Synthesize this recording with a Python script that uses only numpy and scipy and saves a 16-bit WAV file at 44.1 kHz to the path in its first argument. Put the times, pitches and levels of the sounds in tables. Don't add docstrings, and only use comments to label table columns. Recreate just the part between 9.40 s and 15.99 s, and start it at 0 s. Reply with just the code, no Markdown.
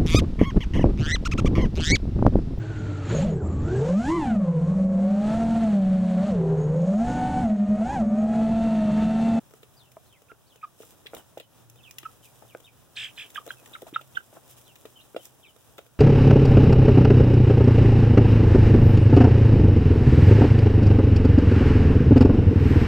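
import sys
import numpy as np
from scipy import signal
from scipy.fft import rfft, irfft
from scipy.io import wavfile
from scipy.ndimage import uniform_filter1d

SR = 44100
rng = np.random.default_rng(int(sys.argv[2]) if len(sys.argv) > 2 else 0)


def unload_wav(signal):
    wavfile.write(
        sys.argv[1],
        SR,
        np.round(np.clip(np.atleast_2d(signal).T, -1, 1) * 32767).astype(np.int16),
    )


N = 290619
TIME = np.arange(N) / SR
BIN_HZ = np.fft.rfftfreq(N, 1 / SR)

# frequency in Hz, relative density in dB.
AIR_SPECTRUM = [(15, -21.5), (25, -46.5), (43, 0.5), (123, 6), (190, -3), (714, -9.5), (1160, -13),
                (2110, -20), (3430, -18.5), (4370, -19.5), (5430, -20.5), (10700, -21), (11600, -15),
                (12900, -20.5), (16000, -18)]
RUSTLE_SPECTRUM = [(900, -42), (1800, 0), (3300, 8), (4400, 3.5), (5600, 5), (8000, 7.5), (11500, 6.5),
                   (13000, 11), (16000, 5)]
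SCUFF_SPECTRUM = [(120, -7.5), (280, 3), (600, 0.5), (1200, -3.5), (2000, -13), (4000, -36)]
# frequency in Hz, likeness from 0 to 1.
COHERENCE = [(60, 0.027), (380, 0), (640, 0.88), (1410, 0.8), (2150, 0), (5600, 0.38), (6820, 0),
             (11000, 0.077)]
# time in seconds, relative level in dB.
HUM_LEVELS = [(0.0, -71), (1.74, -77.5), (2.42, -65.5), (6.59, -71)]
# time in seconds, relative level of its rustle in dB.
STIR_LEVELS = [(0.0, -66.5), (1.27, -69), (1.59, -66), (2.24, -70), (2.57, -65.5), (2.77, -65), (3.19, -64),
               (3.36, -68.5), (3.61, -64.5), (3.74, -61), (4.15, -61), (4.59, -64), (4.88, -65),
               (5.25, -62), (5.56, -64.5), (6.35, -65.5), (6.5, -68), (6.59, -70)]
# middle and length in seconds, feather and scuff levels in dB.
STROKES = [(1.434, 0.07, -54, -66), (1.52, 0.052, -56.5, -78), (1.772, 0.06, -52, -52),
           (2.855, 0.043, -51.5, -83), (3.036, 0.03, -84, -54.5), (3.964, 0.025, -51, -73),
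           (4.12, 0.033, -50, -70), (4.287, 0.084, -56, -57.5), (4.481, 0.021, -52.5, -50),
           (4.937, 0.032, -58, -55), (4.971, 0.032, -56.5, -52), (5.115, 0.038, -51, -78),
           (5.185, 0.024, -51.5, -71), (5.851, 0.054, -50.5, -79)]
# start in seconds, level in dB, nominal main mode in Hz,
# hardness (gain of the upper modes) in dB, left-right balance in dB.
BEAK_KNOCKS = [(0.137, -45.5, 452, -5.5, 2), (0.231, -48.5, 424, -3, 0), (0.568, -39, 677, -8, -0.5),
               (0.917, -45, 437, 3.5, 3), (1.403, -39.5, 443, -17, 1), (1.433, -48, 490, 0.5, 1),
               (1.656, -47, 414, -8, 2), (1.734, -34, 550, -7.5, 0), (1.743, -36.5, 540, -5, -7),
               (1.973, -31.5, 563, -17, 0), (2.002, -41.5, 485, -12, 2), (2.632, -48, 316, 5, -2),
               (3.023, -49, 670, -9, 14), (3.149, -33, 540, -2.5, 0.5), (4.064, -46, 454, -10, 14),
               (4.07, -39.5, 500, -14, -2), (4.077, -37, 513, -9, 4), (4.421, -37, 542, -23, 0),
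               (4.428, -37.5, 420, -16, 2.5), (4.467, -41.5, 650, -12, 0.5), (4.527, -38, 293, -17, 0.5),
               (4.611, -47, 580, -5, 3), (4.928, -48, 600, -9, -1), (4.969, -44, 683, -11, -2),
               (5.453, -37.5, 460, -8.5, 4.5), (5.746, -34.5, 400, -11, 2.5), (5.7636, -24, 504, -10, 1.5),
               (6.383, -42.5, 436, 1.5, 4.5), (6.389, -38.5, 533, -3, 0)]
# nominal frequency in Hz, relative level in dB,
# time to decay by 60 dB in seconds.
PAN_LOW_MODES = [(498, 2.5, 0.022), (705, -4.5, 0.016), (328, -16.5, 0.061)]
PAN_HIGH_MODES = [(1375, 1, 0.013), (1363, -13.5, 0.041), (1870, -6.5, 0.0066), (2470, -18.5, 0.028),
                  (3150, -51.5, 0.011)]
# start in seconds, level in dB, gain of the husk's low crunch in dB,
# decay time in seconds, left-right balance in dB.
GRAIN_CRACKS = [(0.137, -52, -3, 0.0025, 3), (0.23, -52.5, 4, 0.0062, -1), (0.517, -53, -2, 0.0024, 2),
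                (0.726, -55, -3, 0.0018, -3), (1.419, -53, 2.5, .006, 1), (1.661, -57, 19, 0.00082, 6),
                (1.667, -48.5, 15, 0.0023, 2), (1.748, -37.5, -2.5, 0.00094, 0),
                (1.765, -52.5, 8.5, .005, 2), (1.975, -48, 5, 0.0046, 1), (1.999, -45, 7, 0.0055, 0.5),
                (2.299, -43.5, -6.5, 0.00056, -1), (2.51, -40, -1, 0.0011, -2.5),
                (2.5838, -34.5, 4, 0.0018, 2), (2.629, -55, 10, .004, 2), (3.902, -46.5, -1, 0.0021, 0),
                (3.946, -45, -4, .0018, 2), (4.064, -44.5, -2.5, 0.0024, 0), (4.076, -44.5, -3, .0019, 1),
                (4.259, -45.5, -0.5, .002, 2), (4.419, -43.5, 0.5, 0.0016, 1), (4.469, -52, 2, .014, 1),
                (4.612, -49.5, 4.5, .003, -2), (5.356, -47, 0.5, 0.0038, 1), (5.454, -49.5, 5, 0.003, -1),
                (5.7626, -49, 10, 0.0048, -3.5), (5.854, -38.5, -9, 0.0015, -3.5),
                (6.38, -45.5, 2.5, 0.0058, -1)]
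# start and length in seconds, fraction of the length before the crest,
# crest and final pitch in Hz, level in dB, left-right balance in dB.
PEEP_CALLS = [(0.362, 0.066, 0.22, 4870, 3390, -56, 5), (0.399, 0.098, .05, 3900, 2640, -65, 1),
              (0.657, 0.065, 0.32, 4400, 3110, -66.5, 3), (0.715, 0.067, 0.13, 3300, 1960, -60, -1),
              (1.056, 0.087, 0.27, 4550, 2840, -60.5, 1), (1.15, .045, 0.16, 3100, 2480, -67, 3),
              (1.768, 0.04, 0.14, 3360, 2860, -56, -3), (2.006, .05, 0.02, 3500, 2950, -64, -3),
              (2.362, 0.056, 0.2, 3650, 2560, -60.5, -2), (2.428, 0.082, 0.02, 3620, 2400, -51.5, -5),
              (2.825, 0.057, 0.15, 3140, 2350, -59.5, -1), (3.082, 0.058, .08, 3600, 2150, -58, 0),
              (3.237, 0.059, 0.27, 3820, 2190, -53.5, 0.5), (4.162, .05, .02, 2710, 2470, -62, -8),
              (5.251, 0.08, 0, 4220, 2660, -56.5, -1), (5.552, 0.061, 0.28, 3080, 2740, -55, -3),
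              (5.598, 0.024, 0.66, 4040, 3300, -53.5, 0), (5.776, 0.066, .02, 3350, 2920, -59, 2),
              (6.025, 0.051, 0, 3750, 2240, -52.5, 0), (6.052, 0.06, 0.15, 3890, 2870, -57, 2)]
HARMONIC_LEVELS = [-2, -24, -36.5, -34.5, -48]
# time of the drop in seconds; the arch's
# length in seconds, top in Hz and level in dB; the note's pitch in Hz, length in seconds and level in dB;
# left-right balance in dB; lag of the left channel in seconds.
PIP_CALLS = [(0.895, 0.012, 2625, -58, 1452, 0.029, -44.5, -9, .00003),
             (1.229, 0.017, 2570, -51.5, 1278, 0.026, -28.5, -0.5, 0.000043),
             (2.653, 0.017, 3050, -50, 1330, 0.016, -28.5, -1.5, .00004),
             (3.9593, 0.011, 3550, -43, 1587, 0.0029, -25.5, -9, .00003),
             (3.977, 0.016, 3306, -34, 1247, 0.012, -24.5, -0.5, .00002),
             (4.106, 0.025, 4190, -45.5, 1497, 0.0027, -24, -1, .0001),
             (4.116, 0.011, 3216, -37.5, 1520, .003, -60, -4, 0.000065),
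             (4.351, .023, 3900, -41.5, 1430, 0.0053, -30, -1, .00025),
             (4.362, 0.0074, 2200, -37, 1287, 0.006, -38, -3, .00005),
             (4.5613, .026, 3750, -37, 1364, 0.0062, -14, -2.5, 0.000061),
             (4.771, 0.025, 3550, -42, 1507, 0.0068, -16, -5.5, 0.00025)]
# start, attack and hold in seconds, base pitch in Hz, level in dB.
TRILL_CALLS = [(3.555, 0.01153, 0.087, 3258, -32.5), (3.7613, .018, 0.042, 3130, -36.5)]


def amp(db):
    return 10 ** (np.asarray(db) / 20)


def unit(x):
    return x / np.sqrt(np.mean(x ** 2) + 1e-20)


def peaked(x):
    return x / np.sqrt(uniform_filter1d(x ** 2, 88).max() + 1e-20)


def per_bin(points):
    hz, value = np.transpose(points)
    return np.interp(np.log(BIN_HZ + 1), np.log(hz + 1), value)


def band(x, lo_hz, hi_hz, order=2):
    edges = [lo_hz, min(hi_hz, SR / 2 - 100)]
    return signal.sosfilt(signal.butter(order, edges, "band", fs=SR, output="sos"), x)


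def drift(size, rate_hz):
    hz = np.fft.rfftfreq(size, 1 / SR)
    return unit(irfft(rfft(rng.standard_normal(size)) * np.exp(-(hz / rate_hz) ** 2), size))


def add(mix, start, sound, side_db, lag_s=0):
    for channel, heard, side in zip(mix, np.broadcast_to(sound, (2, sound.shape[-1])), (.5, -.5)):
        part = channel[max(round((start + side * lag_s) * SR), 0):][:len(heard)]
        part += amp(side * side_db) * heard[:len(part)]


def coloured(pair, spectrum):
    a, b = rfft(pair)
    coherence = np.clip(0.98 * per_bin(COHERENCE), 0, 1)
    mid, side = np.sqrt(1 + coherence) * a, np.sqrt(1 - coherence) * b
    return unit(irfft(np.array([mid + side, mid - side]) * amp(per_bin(spectrum)), N))


def outdoor_air(level_db=-58, swell_db=1.8):
    swell = amp(level_db + swell_db * drift(N, 7.9))
    air = swell * coloured(rng.standard_normal((2, N)), AIR_SPECTRUM)
    return band(air, 91, SR / 2, order=1)


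def far_hum(hz=124, waver=0.041, gain_db=5):
    phase = 2 * np.pi * np.cumsum(hz * (1 + waver * drift(N, 5.83))) / SR
    hum = np.array([np.sin(phase + offset) * (1 + 0.64 * drift(N, 3.3)) for offset in (0, 1.4)])
    return amp(gain_db + np.interp(TIME, *np.transpose(HUM_LEVELS))) * hum


def stirring(rustle_db=5, scuff_db=1, still_db=-70, clicks_per_s=900):
    stir_db = np.interp(TIME, *np.transpose(STIR_LEVELS))
    excess_power = np.maximum(amp(2 * stir_db) - amp(2 * still_db), 0)
    middle, length, wing_db, foot_db = np.transpose(STROKES)
    strokes = np.exp(-(2 * (TIME - middle[:, None]) / length[:, None]) ** 2)
    out = np.zeros((2, N))
    layers = [(rustle_db, wing_db, RUSTLE_SPECTRUM), (scuff_db, foot_db, SCUFF_SPECTRUM)]
    for gain_db, stroke_db, spectrum in layers:
        power = amp(2 * gain_db) * excess_power + amp(2 * stroke_db) @ strokes
        motion = np.sqrt(power) * amp(1.3 * drift(N, 30))
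        clicks = (rng.random((2, N)) < clicks_per_s / SR) * rng.standard_normal((2, N))
        clicks *= amp(3 * np.minimum(rng.exponential(1, (2, N)), 4))
        out += motion * coloured(unit(clicks) + 1.16 * rng.standard_normal((2, N)), spectrum)
    return out


def nibbles(per_s=2.5, spread_db=4):
    moment, strength, side = rng.random((round(per_s * N / SR), 3)).T
    return np.transpose([moment * N / SR, spread_db * (2 * strength - 1), 4 * (2 * side - 1)])


def ring(modes, tune, t):
    return sum((-1) ** k * amp(db - 60 * t / t60)
               * np.sin(2 * np.pi * hz * tune * rng.uniform(0.92, 1.04) * t)
               for k, (hz, db, t60) in enumerate(modes))


def knocks(pecks, contact_s=0.00096, peck_db=-56.5, peck_hz=480, peck_hard_db=-4):
    out, t = np.zeros((2, N)), np.arange(3000) / SR
    light = [(start, peck_db + db, peck_hz, peck_hard_db, side_db) for start, db, side_db in pecks]
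    for start, db, hz, hard_db, side_db in BEAK_KNOCKS + light:
        onset = 1 - np.exp(-t / contact_s)
        low = peaked(ring(PAN_LOW_MODES, hz / PAN_LOW_MODES[0][0], t) * onset)
        high = peaked(ring(PAN_HIGH_MODES, rng.uniform(0.905, 1.128), t))
        add(out, start, amp(db) * (low + amp(hard_db - 1) * high), side_db)
    return band(out, 200, 6000)


def cracks(pecks, crumb_db=-57.5, crumb_s=0.0021, grit=0.64, width=0.76, lag_s=0.00024):
    out, t = np.zeros((2, N)), np.arange(2500) / SR
    crumbs = [(start, crumb_db + db, 0, crumb_s, side_db) for start, db, side_db in pecks]
    for start, db, crunch_db, decay, side_db in GRAIN_CRACKS + crumbs:
        burst = np.exp(-t / decay + grit * drift(len(t), 1300)) * (1 - np.exp(-t / 0.00023))
        snap = burst * (rng.standard_normal(len(t)) + width * rng.standard_normal((2, len(t))))
        husk = amp(crunch_db - 1) * peaked(band(snap, 2000, 4200))
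        edge = amp(-0.5) * peaked(band(snap, 5000, 9000))
        fizz_db = np.log2(0.003 / decay)
        fizz = amp(fizz_db) * peaked(band(snap, 9500, 16000))
        add(out, start, amp(db) * (husk + edge + fizz), side_db, lag_s * rng.uniform(-0.85, 1))
    return out


def syrinx(hz, db, jitter, shimmer, overtone_db, rough_hz, subharmonic_db=-60):
    size = len(hz)
    phase = 2 * np.pi * np.cumsum(hz * (1 + jitter * drift(size, rough_hz))) / SR
    tone = sum(amp(level + overtone_db * (k > 1)) * np.sin(k * phase) * (k * hz < SR / 2)
               for k, level in enumerate(HARMONIC_LEVELS, 1))
    tone *= 1 + 2 * amp(subharmonic_db) * np.cos(phase / 2)
    tone *= 1 + shimmer * drift(size, rough_hz)
    from_end_s = np.minimum(np.arange(size), np.arange(size)[::-1]) / SR
    return amp(db) * tone * np.minimum(from_end_s / 0.00067, 1)


def peeps(crest_width=0.32, lag_s=0.000076):
    out = np.zeros((2, N))
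    for start, length, crest, top_hz, last_hz, db, side_db in PEEP_CALLS:
        progress = np.linspace(0, 1, int(length * SR))
        height = 1 / (1 + ((progress - crest) / crest_width) ** 2)
        hz = last_hz + (top_hz - last_hz) * (height - height[-1]) / (1 - height[-1])
        call = syrinx(hz, db + height - 0.5, jitter=0.018, shimmer=0.27, overtone_db=-5, rough_hz=397)
        call *= signal.windows.tukey(len(call), 0.3)
        add(out, start, call, side_db, lag_s * rng.uniform(-0.42, 1))
    return out


def pips(sag_hz_per_s=4700, edge_s=0.0016, rasp_db=-14):
    out = np.zeros((2, N))
    for drop_s, arch_s, top_hz, arch_db, low_hz, note_s, note_db, side_db, lag_s in PIP_CALLS:
        t = np.arange(-arch_s, note_s + edge_s, 1 / SR)
        arch = abs(np.sin(np.pi * np.clip(-t / arch_s, 0, 1)))
        note = abs(np.sin(np.pi * np.clip((t + edge_s) / (note_s + 2 * edge_s), 0, 1)))
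        hz = low_hz + (top_hz - low_hz) * arch ** 0.7 - sag_hz_per_s * np.maximum(t, 0)
        swell = amp(arch_db) * arch + amp(note_db) * note ** 0.94
        breath = unit(band(rng.standard_normal(len(t)), 1180, 2900, order=3))
        rasp = breath * amp(rasp_db) * (hz / 3000) ** 2
        voice = syrinx(hz, 0, jitter=0.021, shimmer=0.11, overtone_db=-2, rough_hz=530)
        add(out, drop_s - arch_s, swell * (voice + rasp), side_db, lag_s)
    return out


def trills(warbles_per_s=52, depth=0.42, sag_hz_per_s=3200, leap_hz=700, leap_s=0.016):
    rise_db, fade_db_per_s, fade_s = 21, 360, 0.065
    out = np.zeros((2, N))
    for start, attack_s, hold_s, base_hz, level_db in TRILL_CALLS:
        t = np.arange(0, attack_s + hold_s + fade_s, 1 / SR)
        effort_db = -rise_db * np.maximum(1 - t / attack_s, 0)
        effort_db -= fade_db_per_s * np.maximum(t - attack_s - hold_s, 0)
        db = level_db + effort_db
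        centre_hz = base_hz - sag_hz_per_s * t + leap_hz * np.exp(-(t / leap_s) ** 2)
        warble = abs(np.sin(np.pi * warbles_per_s * t)) - 2 / np.pi
        voice = syrinx(centre_hz * (1 + depth * warble), db - warble, jitter=0.035 * (1 - 2 * warble),
                       shimmer=0.4, overtone_db=1, rough_hz=900, subharmonic_db=-17)
        breath = rng.standard_normal(len(t))
        rasp = amp(-11) * unit(band(breath, 1560, 3250, order=4))
        wheeze = amp(-22) * unit(band(breath, 7400, 8500))
        call = voice + amp(db + 0.5 * effort_db) * (rasp + wheeze)
        add(out, start, band(call, 1400, 14000, order=4), side_db=-2, lag_s=0.00004)
    return out


def yard(x, near_db, far_db, wall_db=-24, near_s=0.0049, far_s=0.019, wall_s=0.032):
    t = np.arange(SR // 4) / SR
    taps = rng.choice([-1., 1.], (2, 2, len(t))) * (rng.random((2, 2, len(t))) < 3000 / SR)
    near = taps[0] * np.exp(-t / near_s) * (t > 0.001)
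    far = taps[1] * np.exp(-t / far_s) * (t > 0.012)
    echo = (amp(near_db) * unit(near) + amp(far_db) * unit(far)) / np.sqrt(len(t))
    echo[:, round(wall_s * SR)] += amp(wall_db)
    return x + signal.oaconvolve(x, echo, axes=1)[:, :N]


def scene():
    pecks = nibbles()
    pan = yard(knocks(pecks), near_db=-9, far_db=-17)
    grain = yard(cracks(pecks), near_db=-3.5, far_db=-12.5)
    calls = pips()
    beamed = band(calls, 2730, 4100)
    low_notes = yard(calls - beamed, near_db=-14, far_db=-23)
    high_notes = yard(beamed, near_db=-1, far_db=-9.5)
    protest = yard(trills(), near_db=-8, far_db=-14)
    flock = yard(peeps(), near_db=-3, far_db=-7)
    voices = low_notes + high_notes + protest + flock
    return pan + grain + voices + stirring() + outdoor_air() + far_hum()


def record(dry):
    # centre in Hz, width in Hz, gain in dB.
    dips = [(2130, 160, -3.5), (4415, 374, -7.5), (11800, 570, -8.5), (14150, 670, -5.5)]
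    response_db = sum(db * np.exp(-((BIN_HZ - centre) / width) ** 2) for centre, width, db in dips)
    heard = irfft(rfft(dry) * amp(response_db), N)
    low_pass = signal.firwin(511, cutoff=15950, window=("kaiser", 9), fs=SR)
    return signal.oaconvolve(heard, low_pass[None], "same")


dry = scene()
out = record(dry)
unload_wav(out)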